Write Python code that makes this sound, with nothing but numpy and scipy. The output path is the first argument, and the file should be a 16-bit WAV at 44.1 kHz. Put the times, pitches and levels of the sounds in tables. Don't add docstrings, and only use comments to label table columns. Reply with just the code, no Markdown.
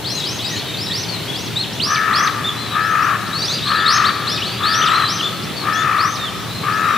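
import sys
import numpy as np
from scipy import signal
from scipy.fft import rfft, irfft
from scipy.io import wavfile
from scipy.ndimage import uniform_filter1d, map_coordinates

SR = 44100
rng = np.random.default_rng(int(sys.argv[2]) if len(sys.argv) > 2 else 0)


def dump_mix(stems):
    frames = np.atleast_2d(stems).T
    limited = np.clip(frames, -1, 1)
    pcm = np.round(limited * 32767).astype(np.int16)
    wavfile.write(sys.argv[1], SR, pcm)


N = 307377

# t/s, length/s, level/dB, main resonance f/Hz, upper resonance f/Hz, upper re main/dB
CAWS = [(1.85, 0.46, -16.5, 1234, 1788, -7.5), (2.7, 0.47, -16.5, 1249, 1766, -8),
        (3.648, 0.47, -15.8, 1241, 1792, -7.5), (4.585, .48, -16, 1249, 1810, -10),
        (5.615, 0.49, -17, 1232, 1810, -9.5), (6.615, .46, -16.2, 1232, 1770, -11.5)]
# t/s into the caw, pulse rate/Hz
RATTLE_RATE = [(0, 58), (.07, 66), (.13, 98), (.2, 92), (.26, 58), (.36, 48), (.47, 45)]
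# f/Hz, relative level/dB
THROAT_AIR = [(400, -37), (700, -15.5), (900, -11), (1400, 6), (2100, -3), (2450, -1.5), (3000, -7),
              (4200, -23), (7000, -28.5)]
# t/s, rise/s, fall/s, start f/Hz, top f/Hz, bend exponent, level/dB, L-R/dB
CHIRPS = [(0.041, .145, .028, 3100, 6620, .92, -26.5, 5), (.235, .13, .034, 3340, 6560, 0.91, -27, 4),
          (.389, .079, .035, 3320, 5000, 1.4, -26.5, 2), (.452, .12, .035, 3550, 6850, 0.76, -29.5, 5),
          (.556, .035, .02, 2090, 4400, 1.1, -30, 4), (.767, .085, 0.026, 3640, 5560, 0.91, -25.5, 3),
          (.908, .11, .036, 3100, 6180, 0.98, -21.5, -2), (1.331, .11, .048, 3330, 6680, 1.17, -30, 0),
          (1.555, .062, .036, 3430, 4290, .93, -23, 2), (1.722, .06, .02, 4600, 6940, .86, -38, 4),
          (1.796, .13, .042, 2030, 6130, .66, -19, -3.5), (2.127, .115, .045, 2790, 6230, 0.7, -21.5, -4.5),
          (2.8, .17, .04, 4100, 6750, 1.06, -39.5, 7), (3.02, .055, .02, 5200, 6150, 1, -35, 4),
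          (3.255, .03, .01, 3700, 5100, 1.4, -33.5, 6), (3.326, .118, 0.027, 3550, 4700, .55, -26.5, 5),
          (3.38, 0.077, .02, 4900, 6450, 1.2, -33, 4), (3.416, .119, 0.029, 3210, 6650, 0.83, -23.5, -4),
          (3.478, 0.076, 0.045, 3410, 4890, 1.5, -22, 2), (3.622, .08, .025, 3690, 4450, 1.3, -24, 3),
          (3.672, .034, .018, 3020, 4560, 1.2, -23, 2), (3.745, .042, .03, 3800, 4640, 1.5, -25, 1),
          (3.854, .114, 0.021, 3410, 6400, 1.24, -19, 2), (3.866, .095, 0.028, 3760, 5460, 1.3, -22.5, 4),
          (4.042, .042, .018, 2750, 4670, 0.84, -20.5, 3),
          (4.266, 0.059, 0.064, 2960, 5590, 0.85, -21.5, 4),
          (4.412, .068, .016, 2510, 4530, 1.22, -23.5, 3), (4.49, .077, .025, 4000, 4810, .8, -32.5, -2),
          (4.63, 0.077, .048, 3030, 4800, .78, -19, 3), (4.712, 0.11, .075, 4600, 6120, .75, -24.5, -6),
          (4.814, .016, .018, 2630, 3590, 1.06, -18.5, 3), (4.864, .007, .02, 3400, 3850, 1.1, -18.5, 3),
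          (5.062, 0.09, 0.045, 2900, 6190, .75, -21.5, 3), (5.192, .009, 0.017, 2917, 3283, 1.1, -20, 3),
          (5.42, .045, .02, 4400, 6080, 1.2, -37, 3.5), (5.726, 0.085, .035, 4180, 6700, 0.57, -32, 6),
          (5.976, .15, .061, 2800, 6330, .68, -26.5, -4), (6.37, .11, .04, 5000, 6600, 1.4, -43, 2),
          (6.715, .085, 0.031, 4160, 6900, 1.4, -36, 2)]
# t/s, rise/s, fall/s, top f/Hz, level/dB, L-R/dB
PEEPS = [(.082, .04, .10, 4190, -29.5, 8), (.214, .012, 0.057, 3420, -28, 6),
         (.443, .012, .012, 3900, -23, 7), (.505, 0.011, .045, 1950, -33.5, 4),
         (.523, .08, .014, 4300, -33, 4), (.669, .04, .055, 3760, -30, 0.5),
         (.863, .024, 0.041, 4006, -27, 4), (.895, .02, .014, 1920, -32.5, 2),
         (1.083, .01, 0.085, 4430, -29.5, 10), (1.277, .049, .04, 3440, -30.5, 10),
         (1.75, .028, 0.011, 3530, -34, 5), (1.961, .005, 0.024, 2350, -26, -3),
         (2.157, .031, .027, 3400, -30, 4), (2.44, 0.025, 0.039, 3580, -21.5, 0),
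         (2.563, 0.049, .085, 4094, -32.5, 6), (2.7, .01, .05, 3950, -32.5, 7),
         (3.793, 0.0217, 0.0197, 3590, -28, 6), (4.3, .07, 0.0152, 3700, -29.5, 5),
         (4.378, .005, 0.031, 2600, -28, 3), (4.872, .005, .045, 7950, -41, -1),
         (4.9, .095, 0.075, 4100, -26, -5), (5.218, 0.044, 0.024, 3520, -21, 4),
         (5.558, 0.022, 0.057, 4490, -30.5, 7.5), (5.75, .06, .03, 3570, -31, 8),
         (6.191, .005, 0.1, 3714, -27.5, -4), (6.502, .08, .06, 4120, -36, 3),
         (6.83, .03, .2, 3880, -33, -1), (6.87, .02, .16, 5750, -44, 0)]
# its f/Hz, level/dB re fundamental
OVERTONE = [(5000, -33), (7000, -22.5), (8000, -20.5), (9000, -26), (11000, -19), (14000, -45)]
# t/s, relative level/dB
FLOCK_LEVEL = [(0.0, -25), (0.15, -28), (0.64, -28), (1.53, -31.5), (1.96, -35), (2.66, -31.5), (3.07, -34),
               (3.24, -34.5), (3.67, -25), (3.9, -25), (4.06, -26.5), (4.29, -28.5), (4.91, -25),
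               (5.1, -24), (5.34, -32), (5.79, -32), (5.96, -33.5), (6.97, -32)]
# f/Hz, gain/dB
FLOCK_COLOUR = [(1500, 4), (2000, 3), (2800, 0), (3500, 4), (4300, 1.5), (5000, -7), (6000, -7.5),
                (7500, -14)]
# f/Hz, relative level/dB
WATER_SPECTRUM = [(25, -44), (45, -40), (62, -40), (88, -7.5), (115, -1), (190, -3), (255, -8), (370, -9),
                  (520, -12.5), (950, -14), (1500, -18), (3000, -17.5), (8000, -28), (15000, -31)]
# f/Hz, coherence
WATER_COHERENCE = [(60, 0.7), (130, 0.74), (300, 0.57), (700, .5), (1500, 1), (4000, 0.26), (9000, 0.18),
                   (15000, 0.02)]
# f/Hz, L-R/dB
WATER_PAN = [(60, 1.5), (110, 1.8), (200, 0), (400, 3.2), (900, 2.5), (2500, 1.5), (8000, 0)]
# f/Hz, level/dB
HUM_TONES = [(113, -39), (300, -46), (400, -45.5)]
# f/Hz, T60/s
WOOD_T60 = [(500, 0.33), (1300, 1.62), (2500, 2.2), (4000, 0.88), (6500, 0.39), (12000, .3)]


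def crow(direct_db=-1, early_db=-13, tail_db=-9.5, pan_db=6):
    calls = np.zeros(N)
    for row in CAWS:
        add(calls, *caw(*row))
    early = gain(early_db) * np.array([near_echoes(calls), near_echoes(calls)])
    tail = gain(tail_db) * wood_tail(calls, coherence=1, build_s=.12)
    return panned(gain(direct_db) * calls + early + tail, pan_db)


def caw(at_s, length_s, level_db, main_hz, upper_hz, upper_db, attack_s=.068, release_s=.053,
        octave_db=-19, rasp_db=-17, air_db=-13):
    t = np.arange(0, length_s, 1 / SR)
    pace_hz = np.interp(t, *np.transpose(RATTLE_RATE))
    tight = (pace_hz - pace_hz.min()) / np.ptp(pace_hz)
    main_hz = main_hz + 69.98 * tight
    upper_hz = upper_hz - 50 * tight
    onset = np.maximum(1 - t / attack_s, 0)
    ending = np.exp((t - length_s) / release_s)
    effort_db = level_db - 15 * onset - 5.5 * tight ** 2 - 4 * ending
    upper_db = upper_db + 9 * tight ** 2 + 5.5 * ending
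    rate_hz = pace_hz * (1 + .05 * wobble(len(t), 39.9))
    cycle = np.cumsum(rate_hz) / SR % 1
    opening = (.95 + np.sin(np.pi * cycle) ** 2) * gain(.56 * wobble(len(t), 49.5))
    slack = (50 / rate_hz) ** 1.02
    beak = 1 - .1 * np.exp(-t / .06) - .045 * np.exp((t - length_s) / .0398)
    glide = .24 * (cycle - .5)
    main = phase_of(main_hz * (beak + slack * (glide + .0242 * wobble(len(t), 200))))
    upper = phase_of(upper_hz * (beak + slack * (glide + .0392 * wobble(len(t), 200))))
    voice = np.sin(main) + gain(upper_db) * np.sin(upper) + gain(octave_db) * np.sin(2 * main)
    voice *= 1 + gain(rasp_db) * wobble(len(t), 700)
    voice += gain(air_db) * unit_rms(coloured(rng.standard_normal(len(t)), THROAT_AIR))
    edges = np.clip(np.minimum(t, length_s - t) / .014, 0, 1)
    return at_s, np.sqrt(2) * gain(effort_db) * unit_rms(opening) * voice * edges


def small_birds(direct_db=-.1, early_db=-6.6, tail_db=-6.7, perches=7):
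    calls = [(*chirp(*note), pan_db) for *note, pan_db in CHIRPS]
    calls += [(*peep(*note), pan_db) for *note, pan_db in PEEPS]
    out = np.zeros((2, N))
    for perch in range(perches):
        mono, left, right = np.zeros((3, N))
        for at_s, sound, pan_db in calls[perch::perches]:
            for mix, part in zip((mono, left, right), (sound, *panned(sound, pan_db))):
                add(mix, at_s, part)
        early = gain(early_db) * near_echoes(mono)
        tail = gain(tail_db) * wood_tail(mono, coherence=.74, build_s=.0062)
        out += gain(direct_db) * np.array([left, right]) + panned(early + tail, pan_db=1)
    return out


def chirp(at_s, rise_s, fall_s, start_hz, top_hz, bend, level_db,
          full_hz=3640, thin_db_per_hz=.0032, end_hz=2293):
    top_db = level_db - thin_db_per_hz * max(top_hz - full_hz, 0)
    return whistle(at_s, rise_s, fall_s, start_hz, top_hz, end_hz, bend,
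                   rise_db=level_db, top_db=top_db, fall_db=level_db - 3.5, swell_db=2.5, pointed=.4)


def peep(at_s, rise_s, fall_s, top_hz, level_db, sag=.21):
    shares = np.array([rise_s, fall_s]) / (rise_s + fall_s)
    start_hz, end_hz = top_hz * (1 - sag * shares ** 2)
    return whistle(at_s, rise_s, fall_s, start_hz, top_hz, end_hz, bend=.9,
                   rise_db=level_db - .8, top_db=level_db, fall_db=level_db + .6)


def whistle(at_s, rise_s, fall_s, start_hz, top_hz, end_hz, bend, rise_db=0, top_db=0, fall_db=0,
            swell_db=2, dip_db=2.5, burr_db=-19, pointed=0):
    length_s = rise_s + fall_s
    t = np.arange(0, length_s, 1 / SR)
    progress = np.minimum(t / rise_s, 1) ** bend
    climb = (1 - pointed) * np.sin(np.pi / 2 * progress) + pointed * progress ** .68
    drop = ((t - rise_s) / fall_s) ** 2
    hz = np.where(t < rise_s, start_hz + (top_hz - start_hz) * climb, top_hz + (end_hz - top_hz) * drop)
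    waver = .011 * wobble(len(t), 55) + .006 * wobble(len(t), 250)
    flutter_db = 2.2 * wobble(len(t), 85)
    phase = phase_of(hz * (1 + waver))
    stages_s = [0, .27 * rise_s, .88 * rise_s, rise_s + .35 * fall_s, rise_s + .75 * fall_s, length_s]
    turn_db = (top_db + fall_db) / 2 - dip_db
    stages_db = [rise_db - swell_db, rise_db, top_db, turn_db, fall_db, fall_db - dip_db]
    level_db = np.interp(t, stages_s, stages_db) + flutter_db
    tone = np.sin(phase) + gain(lookup(OVERTONE, 2 * hz)) * np.sin(2 * phase)
    tone *= 1 + gain(burr_db) * wobble(len(t), 600)
    edges = np.sin(np.pi / 2 * np.clip(np.minimum(t, t[-1] - t) / .006, 0, 1))
    return at_s, np.sqrt(2) * gain(level_db) * tone * edges


def far_flock(count=480, trim_db=-3.5):
    calls = np.zeros(N)
    for k, (when, length, pitch, slope) in enumerate(rng.random((count, 4))):
        at_s = (k + when) / count * N / SR
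        hz = 2400 + 3200 * pitch
        if k % 2:
            note = whistle(at_s, .04 + .08 * length, .03, .7 * hz, 1.25 * hz, .6 * hz, bend=.8)
        else:
            end_hz = hz * (.75 + .2 * slope)
            note = whistle(at_s, .03 + .05 * length, .04, .85 * hz, hz, end_hz, bend=.9)
        add(calls, *note)
    calls = coloured(calls, FLOCK_COLOUR)
    tail = wood_tail(calls, coherence=1, build_s=.0034)
    level_db = trim_db + np.interp(np.arange(N) / SR, *np.transpose(FLOCK_LEVEL))
    return panned(unit_rms(calls + tail) * gain(level_db), pan_db=1)


def waterfall(level_db=-27, patch_db=.96, surge_db=.4):
    frames, hz = N // 512 + 5, np.fft.rfftfreq(2048, 1 / SR)
    left_re, left_im, apart_re, apart_im, patches = rng.standard_normal((5, frames, len(hz)))
    patches = uniform_filter1d(patches, size=7, axis=0)
    patches = unit_rms(uniform_filter1d(patches, size=18, axis=1))
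    surge = unit_rms(uniform_filter1d(rng.standard_normal(frames), size=24))[:, None]
    coherence = lookup(WATER_COHERENCE, hz)
    left = left_re + 1j * left_im
    right = coherence * left + np.sqrt(1 - coherence ** 2) * (apart_re + 1j * apart_im)
    lean = gain(lookup(WATER_PAN, hz) / 2)
    shape_db = lookup(WATER_SPECTRUM, hz) + patch_db * patches - surge_db * surge
    spectra = np.array([left * lean, right / lean]) * gain(shape_db)
    _, roar = signal.istft(spectra, nperseg=2048, noverlap=1536, time_axis=1, freq_axis=2)
    return gain(level_db) * unit_rms(roar[:, :N])


def water_hum(waver_hz=2.54):
    return sum(gain(db) * unit_rms(np.sin(phase_of(hz + waver_hz * wobble(N, 8))))
               for hz, db in HUM_TONES)


def near_echoes(x, decay_s=.038, density=.05):
    t = np.arange(SR // 4) / SR
    taps = rng.standard_normal(len(t)) * (rng.random(len(t)) < density) * np.exp(-t / decay_s)
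    return signal.oaconvolve(x, taps / np.linalg.norm(taps))[:N]


def wood_tail(x, coherence, build_s):
    taps = np.zeros((2, SR))
    slots = np.arange(200, SR - 20, 20)
    arrivals = slots + rng.integers(0, 20, (2, len(slots)))
    np.put_along_axis(taps, arrivals, rng.choice([-1., 1.], arrivals.shape), 1)
    taps[1] = coherence * taps[0] + np.sqrt(1 - coherence ** 2) * taps[1]
    hz, t, spectra = signal.stft(taps, SR, nperseg=256)
    decay = gain(-60 * t / lookup(WOOD_T60, hz)[:, None])
    decay *= 1 - np.exp(-t / build_s)
    decay /= np.linalg.norm(decay, axis=1, keepdims=True)
    _, tail = signal.istft(spectra * decay, SR, nperseg=256)
    return signal.fftconvolve(x[None], tail / np.linalg.norm(tail[0]), axes=1)[:, :N]


def gain(db):
    return 10 ** (np.asarray(db) / 20)


def unit_rms(x):
    return x / np.sqrt(np.mean(x ** 2) + 1e-20)


def phase_of(hz):
    return 2 * np.pi * np.cumsum(hz) / SR


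def lookup(table, hz):
    table_hz, values = np.transpose(table)
    return np.interp(np.log(hz + 1), np.log(table_hz + 1), values)


def coloured(x, table):
    hz = np.fft.rfftfreq(len(x), 1 / SR)
    return irfft(rfft(x) * gain(lookup(table, hz)), len(x))


def wobble(size, hz):
    steps = np.arange(size) * hz * 2 / SR
    knots = rng.standard_normal(int(steps[-1]) + 4)
    return unit_rms(map_coordinates(knots, [steps + 1], order=2, mode="nearest"))


def panned(x, pan_db):
    return x * gain(np.array([[.5], [-.5]]) * pan_db)


def add(mix, at_s, sound):
    part = mix[round(at_s * SR):][:len(sound)]
    part += sound[:len(part)]


def scene():
    return waterfall() + water_hum() + crow() + small_birds() + far_flock()


def record(dry):
    lowpass = signal.firwin(511, 15600, window=("kaiser", 9), fs=SR)
    return signal.oaconvolve(dry, lowpass[None], "same")


dry = scene()
out = record(dry)
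dump_mix(out)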